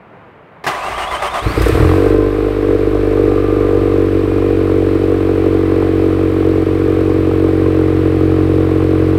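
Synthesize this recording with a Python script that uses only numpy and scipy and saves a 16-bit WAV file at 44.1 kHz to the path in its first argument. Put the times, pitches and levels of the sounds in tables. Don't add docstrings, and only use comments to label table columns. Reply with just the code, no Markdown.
import sys
import numpy as np
from scipy import signal
from scipy.fft import rfft, irfft
from scipy.io import wavfile
from scipy.ndimage import uniform_filter1d

SR = 44100
rng = np.random.default_rng(int(sys.argv[2]) if len(sys.argv) > 2 else 0)


def persist_wave(psi):
    counts = np.round(np.clip(psi, -1, 1) * 32767).astype(np.int16)
    wavfile.write(sys.argv[1], SR, np.atleast_2d(counts).T)


N = 404838
T = np.arange(N) / SR
HZ = np.maximum(np.arange(16385) * SR / 32768, 1)

# start in seconds, length in seconds, load in dB.
COMPRESSIONS = [(.83, .12, 3), (.975, .085, 5.5), (1.11, .075, 5.5), (1.218, .075, 7.5), (1.335, .075, 6.5)]
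# time in seconds, thump and bark in relative dB.
FIRST_PULSES = [(.69, -24, -45), (.905, -11.5, -27), (1.419, -11, -18.5), (1.46, 8, -7.5),
                (1.498, -5, -8.5), (1.536, -7, -24), (1.571, 5, 0), (1.605, 3, -4.5), (1.627, 0, -18),
                (1.660, 0, -1), (1.689, 2, -0.5), (1.723, 7, -11), (1.747, 3, -2.5), (1.771, 7, -1.5),
                (1.799, 12, 2), (1.822, 11, -2)]


def undb(db):
    return 10 ** (np.asarray(db) / 20)


def unit(x):
    return x / np.sqrt(np.mean(x ** 2))


def ramp(start_s, rise_s):
    return np.clip((T - start_s) / rise_s, 0, 1)


def curves(rows, at_s=T):
    row_s, *columns = np.transpose(rows)
    return [np.interp(at_s, row_s, column) for column in columns]


def colour(points):
    hz, db = np.transpose(points)
    return undb(np.interp(np.log(HZ), np.log(hz), db)) * HZ ** 2 / (HZ ** 2 + (hz[0] / 2) ** 2)


def resonances(modes):
    return np.sqrt(sum((undb(db) / (1 + (2 * (HZ - hz) / width) ** 2)) ** 2 for hz, width, db in modes))


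def ring(x, gain, delay_s=0):
    cepstrum = irfft(np.log(gain + 1e-6))
    half = len(cepstrum) // 2
    cepstrum[1:half] *= 2
    cepstrum[half + 1:] = 0
    lag_rad = 2 * np.pi * np.cumsum(delay_s * np.gradient(HZ))
    response = irfft(np.exp(rfft(cepstrum) - 1j * lag_rad))[:half]
    return signal.fftconvolve(x, response)[:N]


def walk(rate_hz):
    step = max(int(SR / rate_hz), 1)
    held = np.repeat(rng.standard_normal(N // step + 1), step)[:N]
    return unit(uniform_filter1d(held, step))


def noise(gain, grit_db=0):
    return unit(ring(rng.standard_normal(N) * undb(grit_db * walk(900)), gain))


def pulses(times_s, sizes):
    return np.bincount(np.clip(times_s * SR, 0, N).astype(int), sizes, N + 1)[:N]


def bursts(rows, rise_s=0.0014):
    return sum(undb(db) * ramp(s, rise_s) * np.exp(-np.abs(T - s) / decay_s) for s, db, decay_s in rows)


def swells(kicks, decay_s, rise_s=0.0012):
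    t = T[:SR // 10]
    shape = (1 - np.exp(-(t / rise_s) ** 2)) * np.exp(-t / decay_s)
    return signal.fftconvolve(kicks, shape)[:N]


def night_hum(level_db=-41):
    # frequency in Hz, gain in dB.
    spectrum = [(18, -53), (30, -23), (47, -12), (83, -4), (154, 0), (253, -5), (404, -2), (698, -3),
                (859, -5), (953, -4), (2370, -16), (5730, -48), (15000, -55)]
    return undb(level_db + 0.5 * walk(9.5)) * noise(colour(spectrum))


def solenoid():
    # start in seconds, level in dB, decay in seconds.
    clacks = [(.639, -22.5, 0.066), (.665, -14.5, 0.027), (.675, -19, 0.013)]
    # frequency in Hz, gain in dB.
    spectrum = [(59, -49), (100, -8), (279, -12.5), (391, -1), (513, -20), (780, 1), (983, -7), (1190, -1),
                (1430, -21), (1590, -7.5), (15000, -39)]
    return bursts(clacks) * noise(colour(spectrum), grit_db=1.0)


def mesh_pitch(on_s, free_s, free_rise_s, start_hz=750, top_hz=3750, spin_up_s=0.18, free_rise_hz=1500):
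    sag_share, sag_width_s = 0.17, 0.032
    cranking_hz = top_hz - (top_hz - start_hz) * np.exp(-np.maximum(T - on_s, 0) / spin_up_s)
    racing_hz = free_rise_hz * (1 - np.exp(-np.maximum(T - free_s, 0) / free_rise_s))
    squeeze = sum(np.exp(-((T - start_s - 0.73 * length_s) / sag_width_s) ** 2)
                  for start_s, length_s, _ in COMPRESSIONS)
    return (cranking_hz + racing_hz) * (1 - sag_share * squeeze)


def starter(on_s=0.66, free_s=1.43, free_rise_s=0.11, off_s=1.58, level_db=-25, run_down_db_per_s=110):
    # frequency in Hz, gain in dB.
    grind_spectrum = [(88, -76.5), (150, -49), (294, -15.5), (378, -6), (450, -10), (525, -12), (589, -1),
                      (918, -6), (1180, -1), (1380, -9.5), (2550, -14.5), (3090, -19), (4290, -25),
                      (8580, -34.5), (15000, -46)]
    # frequency in Hz, width in Hz, gain in dB.
    housing_modes = [(586, 37, -6), (765, 37, 0.5), (1008, 14, 6), (1124, 40, -3), (1230, 45, -2),
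                     (2050, 55, -6)]
    load_db = sum(db * ramp(start_s, 0.0052) * np.clip((start_s + length_s - T) / 0.017, 0, 1)
                  for start_s, length_s, db in COMPRESSIONS)
    relief_db = -3 * ramp(free_s, free_rise_s)
    grind = undb(-0.5) * noise(colour(grind_spectrum), grit_db=0.5)
    housing = undb(-6) * noise(resonances(housing_modes))
    screech = undb(-27 + load_db / 2) * noise(resonances([(8500, 1200, 0), (12000, 4600, -15)]))
    gears = undb(load_db + relief_db) * (grind + housing + screech)

    mesh_hz = mesh_pitch(on_s, free_s, free_rise_s)
    wobble = 1 + 0.012 * (walk(600) + walk(1500))
    phase = 2 * np.pi * np.cumsum(mesh_hz * wobble) / SR
    tone = np.sin(phase) + undb(-19) * np.sin(3 * phase)
    radiation_db = np.interp(mesh_hz, [3150, 3550], [0, -6])
    flutter_db = 5 * walk(200)
    whine = undb(-9.5 + radiation_db + load_db / 3 + flutter_db) * tone

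    inrush_db = 7 * np.exp(-np.maximum(T - on_s, 0) / 0.086)
    run_down_db = run_down_db_per_s * np.maximum(T - off_s, 0)
    return ramp(on_s, 0.022) * undb(level_db + inrush_db - run_down_db) * (gears + whine)


def boom(boom_hz=55, width_hz=12, peak_db=-11):
    first_s, thump_db, _ = np.transpose(FIRST_PULSES)
    swings = ring(pulses(first_s, undb(thump_db)), resonances([(boom_hz, width_hz, 0), (75, 60, -17)]))
    cranking = np.interp(T, [0.66, 0.92, 1.85, 2.05], [0, 1, 1, 0])
    rumble_db = -36 + 15 * ramp(1.4, 0.085)
    rumble = undb(rumble_db) * cranking * noise(resonances([(58.3, 27, 4.0), (171, 300, -10.5)]))
    return rumble - undb(peak_db) * swings / np.abs(swings).max()


def firings(running_s=1.8435, jitter_ms=0.15, scatter_db=1.0):
    # time in seconds, firings per second.
    firing_rate = [(1.85, 42.223), (2.007, 48.866), (2.433, 50.35), (2.702, 48.515), (2.93, 50.084),
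                   (3.157, 48.653), (3.507, 48.699), (4.081, 47.318), (4.466, 47.875), (4.658, 46.737),
                   (4.822, 47.211), (6.676, 46.242), (7.56, 46.207), (7.742, 45.543), (9.18, 45.658)]
    # level in dB, lateness in ms.
    cylinders = [(0, .25), (-.5, -.1), (1.3, 0), (-.8, -.18)]
    # time in seconds, strength in relative dB.
    odd_burns = [(2.09, -6.5), (2.53, -1.5), (2.68, 4), (2.76, -6), (3.32, 1.5), (4.09, -2), (5.55, 3.5),
                 (6.65, -19.5), (6.67, 2.5)]
    count = np.cumsum(curves(firing_rate)[0]) / SR
    count -= np.interp(running_s, T, count)
    index = np.arange(int(count[-1]) + 1)
    jitter, scatter = rng.standard_normal((len(index), 2)).T
    cylinder_db, late_ms = np.array(cylinders)[index % len(cylinders)].T
    firing_s = np.interp(index, count, T) + (late_ms + jitter_ms * jitter) / 1000
    burn_db = cylinder_db + scatter_db * scatter
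    for time_s, db in odd_burns:
        burn_db[np.argmin(np.abs(firing_s - time_s))] = db
    return firing_s, burn_db


def warming_resonator(kicks, firing_s, modes, delay_s=0, warmth_per_s=0.065):
    hz, width_hz, cold_db, warm_db = np.transpose(modes)
    warmth = np.clip(0.026 + warmth_per_s * T, 0, 1)
    radiation = HZ ** 2 / (HZ ** 2 + 22 ** 2)
    unit_firings = pulses(firing_s, np.ones(len(firing_s)))
    out = 0
    for share, db in [(1 - warmth, cold_db), (warmth, warm_db)]:
        gain = radiation * resonances(zip(hz, width_hz, db))
        out = out + share * ring(kicks, gain, delay_s) / ring(unit_firings, gain).std()
    return out


def silencer(firing_s, level_db, lag_s=0.0027, scatter_db=0.8):
    # frequency in Hz, width in Hz, cold gain in dB, warm gain in dB.
    modes = [(55.2, 8.2, 6.5, 4), (89.8, 22, -1, 2.5), (114, 18, -2.5, 7.5), (133.5, 14.7, -10.5, 0.5),
             (188.4, 15, -17.5, -9.5)]
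    first_s, first_db, _ = np.transpose(FIRST_PULSES)
    thump_db = level_db + scatter_db * rng.standard_normal(len(firing_s))
    thumps = pulses(np.r_[first_s, firing_s + lag_s], undb(np.r_[first_db - 19, thump_db]))
    return warming_resonator(thumps, firing_s, modes)


def tailpipe(firing_s, level_db, turbulence_db=-39, sweep_s=0.006, upper_hz=390, waver_db=1.3):
    # frequency in Hz, width in Hz, cold gain in dB, warm gain in dB.
    modes = [(285.8, 32, -4.5, -2.5), (319.5, 36.7, 3.5, 1.5), (378, 54, -5, -3.5),
             (436.6, 75.3, 1.5, -4.5), (480.8, 19, -2.5, -3.5), (596.4, 51, -13.5, -22.5),
             (711, 120, -29, -23.5)]
    first_s, _, first_db = np.transpose(FIRST_PULSES)
    barks = pulses(np.r_[first_s, firing_s], undb(np.r_[first_db - 12, level_db]))
    wake = signal.fftconvolve(barks, np.exp(-T[:SR // 20] / 0.006))[:N]
    turbulence = undb(turbulence_db) * wake * rng.standard_normal(N)
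    delay_s = sweep_s * np.clip((640 - HZ) / 330, 0, 1)
    pipe = warming_resonator(barks + turbulence, firing_s, modes, delay_s)
    upper = signal.sosfiltfilt(signal.butter(4, upper_hz, "high", fs=SR, output="sos"), pipe)
    return pipe + (undb(waver_db * walk(14)) - 1) * upper


def exhaust(firing_s, burn_db):
    # time in seconds, thump in dB, bark in dB.
    effort = [(1.85, -7.5, -12), (1.98, -18, -12), (2.15, -16, -9.5), (2.3, -20.5, -14.5),
              (2.55, -21.5, -14.5), (2.7, -19.5, -13.5), (3.4, -18, -13), (6.7, -19, -14),
              (8.2, -16.5, -13), (9.18, -16.5, -14)]
    thump_db, bark_db = curves(effort, firing_s)
    thumps = silencer(firing_s, thump_db + 0.25 * burn_db)
    return tailpipe(firing_s, bark_db + burn_db) - thumps


def flare(peak_db, close_s, peak_s=1.664, shut_s=2.1, swell_db_per_s=27, fade_db_per_s=19.5):
    throttle = 1 - ramp(shut_s, close_s)
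    below_peak_db = np.maximum(swell_db_per_s * (peak_s - T), fade_db_per_s * (T - peak_s))
    return throttle * (peak_db - below_peak_db)


def gas_rush(firing_s, burn_db, idle_db=-30.5, lag_s=0.001, scatter_db=1.5):
    # frequency in Hz, gain in dB.
    rush_spectrum = [(250, -14.5), (440, 4.5), (600, -7.5), (780, -3), (890, -22), (1020, -4.5), (1270, -8),
                     (1500, -16), (2400, -28), (4000, -47)]
    clatter_spectrum = [(700, 4), (900, -4.5), (1100, 3.5), (1500, -0.5), (2500, -3), (3000, -10),
                        (4000, -12.5), (5500, -24.5), (7000, -40.5)]
    first_s, _, first_db = np.transpose(FIRST_PULSES)
    puff_db = burn_db / 2 + scatter_db * rng.standard_normal(len(firing_s))
    kicks = pulses(np.r_[first_s, firing_s] + lag_s, undb(np.r_[first_db, puff_db]))
    puffs = unit(swells(kicks, decay_s=0.008))
    rush = unit(0.38 + puffs / 2) * noise(colour(rush_spectrum), grit_db=-2.0)
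    clatter = undb(-4) * (1.07 + 0.069 * puffs) * noise(colour(clatter_spectrum), grit_db=0.5)
    return undb(idle_db + flare(peak_db=11.5, close_s=0.3)) * (rush + clatter)


def gas_hiss(idle_db=-52):
    # start in seconds, level in dB, decay in seconds.
    spits = [(1.618, -29, 0.0081), (1.655, -37, .008), (1.682, -27, 0.0048), (1.746, -41, .008)]
    # frequency in Hz, gain in dB.
    spectrum = [(3000, -2.5), (5000, 0), (6600, -6.5), (7700, -3.5), (8700, 1), (10200, -10), (11800, -2.5),
                (15500, -14.5)]
    envelope = undb(idle_db + flare(peak_db=15, close_s=0.078)) + bursts(spits)
    return envelope * noise(colour(spectrum), grit_db=-0.5)


def pops(firing_s, burn_db, tick_db=-28, scatter_db=2.0):
    # time in seconds, level in relative dB.
    loud_pops = [(2.949, -6), (3.029, -15), (3.172, -14), (3.313, -14), (5.822, -8), (7.312, -13),
                 (7.636, -17)]
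    # frequency in Hz, width in Hz, gain in dB.
    modes = [(680, 230, 10.5), (1200, 520, -0.5), (2000, 1400, -21)]
    ticks = pulses(firing_s, undb(tick_db + burn_db + scatter_db * rng.standard_normal(len(firing_s))))
    pop_s, pop_db = np.transpose(loud_pops)
    kicks = ticks + pulses(pop_s, undb(pop_db - 4))
    return swells(kicks, decay_s=0.0042) * noise(resonances(modes))


def whistles(flutter_db=2.5):
    # start in seconds, end in seconds, pitch in Hz, level in dB.
    tones = [(1.95, 2.35, 1039, -30), (1.95, 2.35, 1556, -35), (3.15, 3.95, 1195, -30.5),
             (2.7, 3.8, 1534, -43), (3.0, 3.75, 1707, -43), (3.0, 4.6, 1020, -41), (4.05, 4.65, 2440, -44),
             (5.55, 5.95, 1965, -43), (2.2, 11, 3051, -53)]
    out = 0
    for start_s, end_s, hz, db in tones:
        swell = np.sqrt(np.abs(np.sin(np.pi * ramp(start_s, end_s - start_s))))
        waver_hz = 4 * (walk(60) + 2 * walk(300))
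        tone = np.sin(2 * np.pi * np.cumsum(hz + waver_hz) / SR)
        out = out + swell * undb(db + flutter_db * walk(70)) * tone
    return out


def scene():
    firing_s, burn_db = firings()
    caught = ramp(1.42, 0.014)
    mix = night_hum() + starter() + solenoid() + boom() + exhaust(firing_s, burn_db)
    mix += caught * (gas_rush(firing_s, burn_db) + gas_hiss())
    mix += pops(firing_s, burn_db) + whistles()
    return mix[None]


def record(dry, top_hz=15700):
    rounded = dry / (1 + dry ** 8) ** (1 / 8)
    return signal.sosfilt(signal.ellip(10, 0.2, 80, top_hz, fs=SR, output="sos"), rounded)


dry = scene()
out = record(dry)
persist_wave(out)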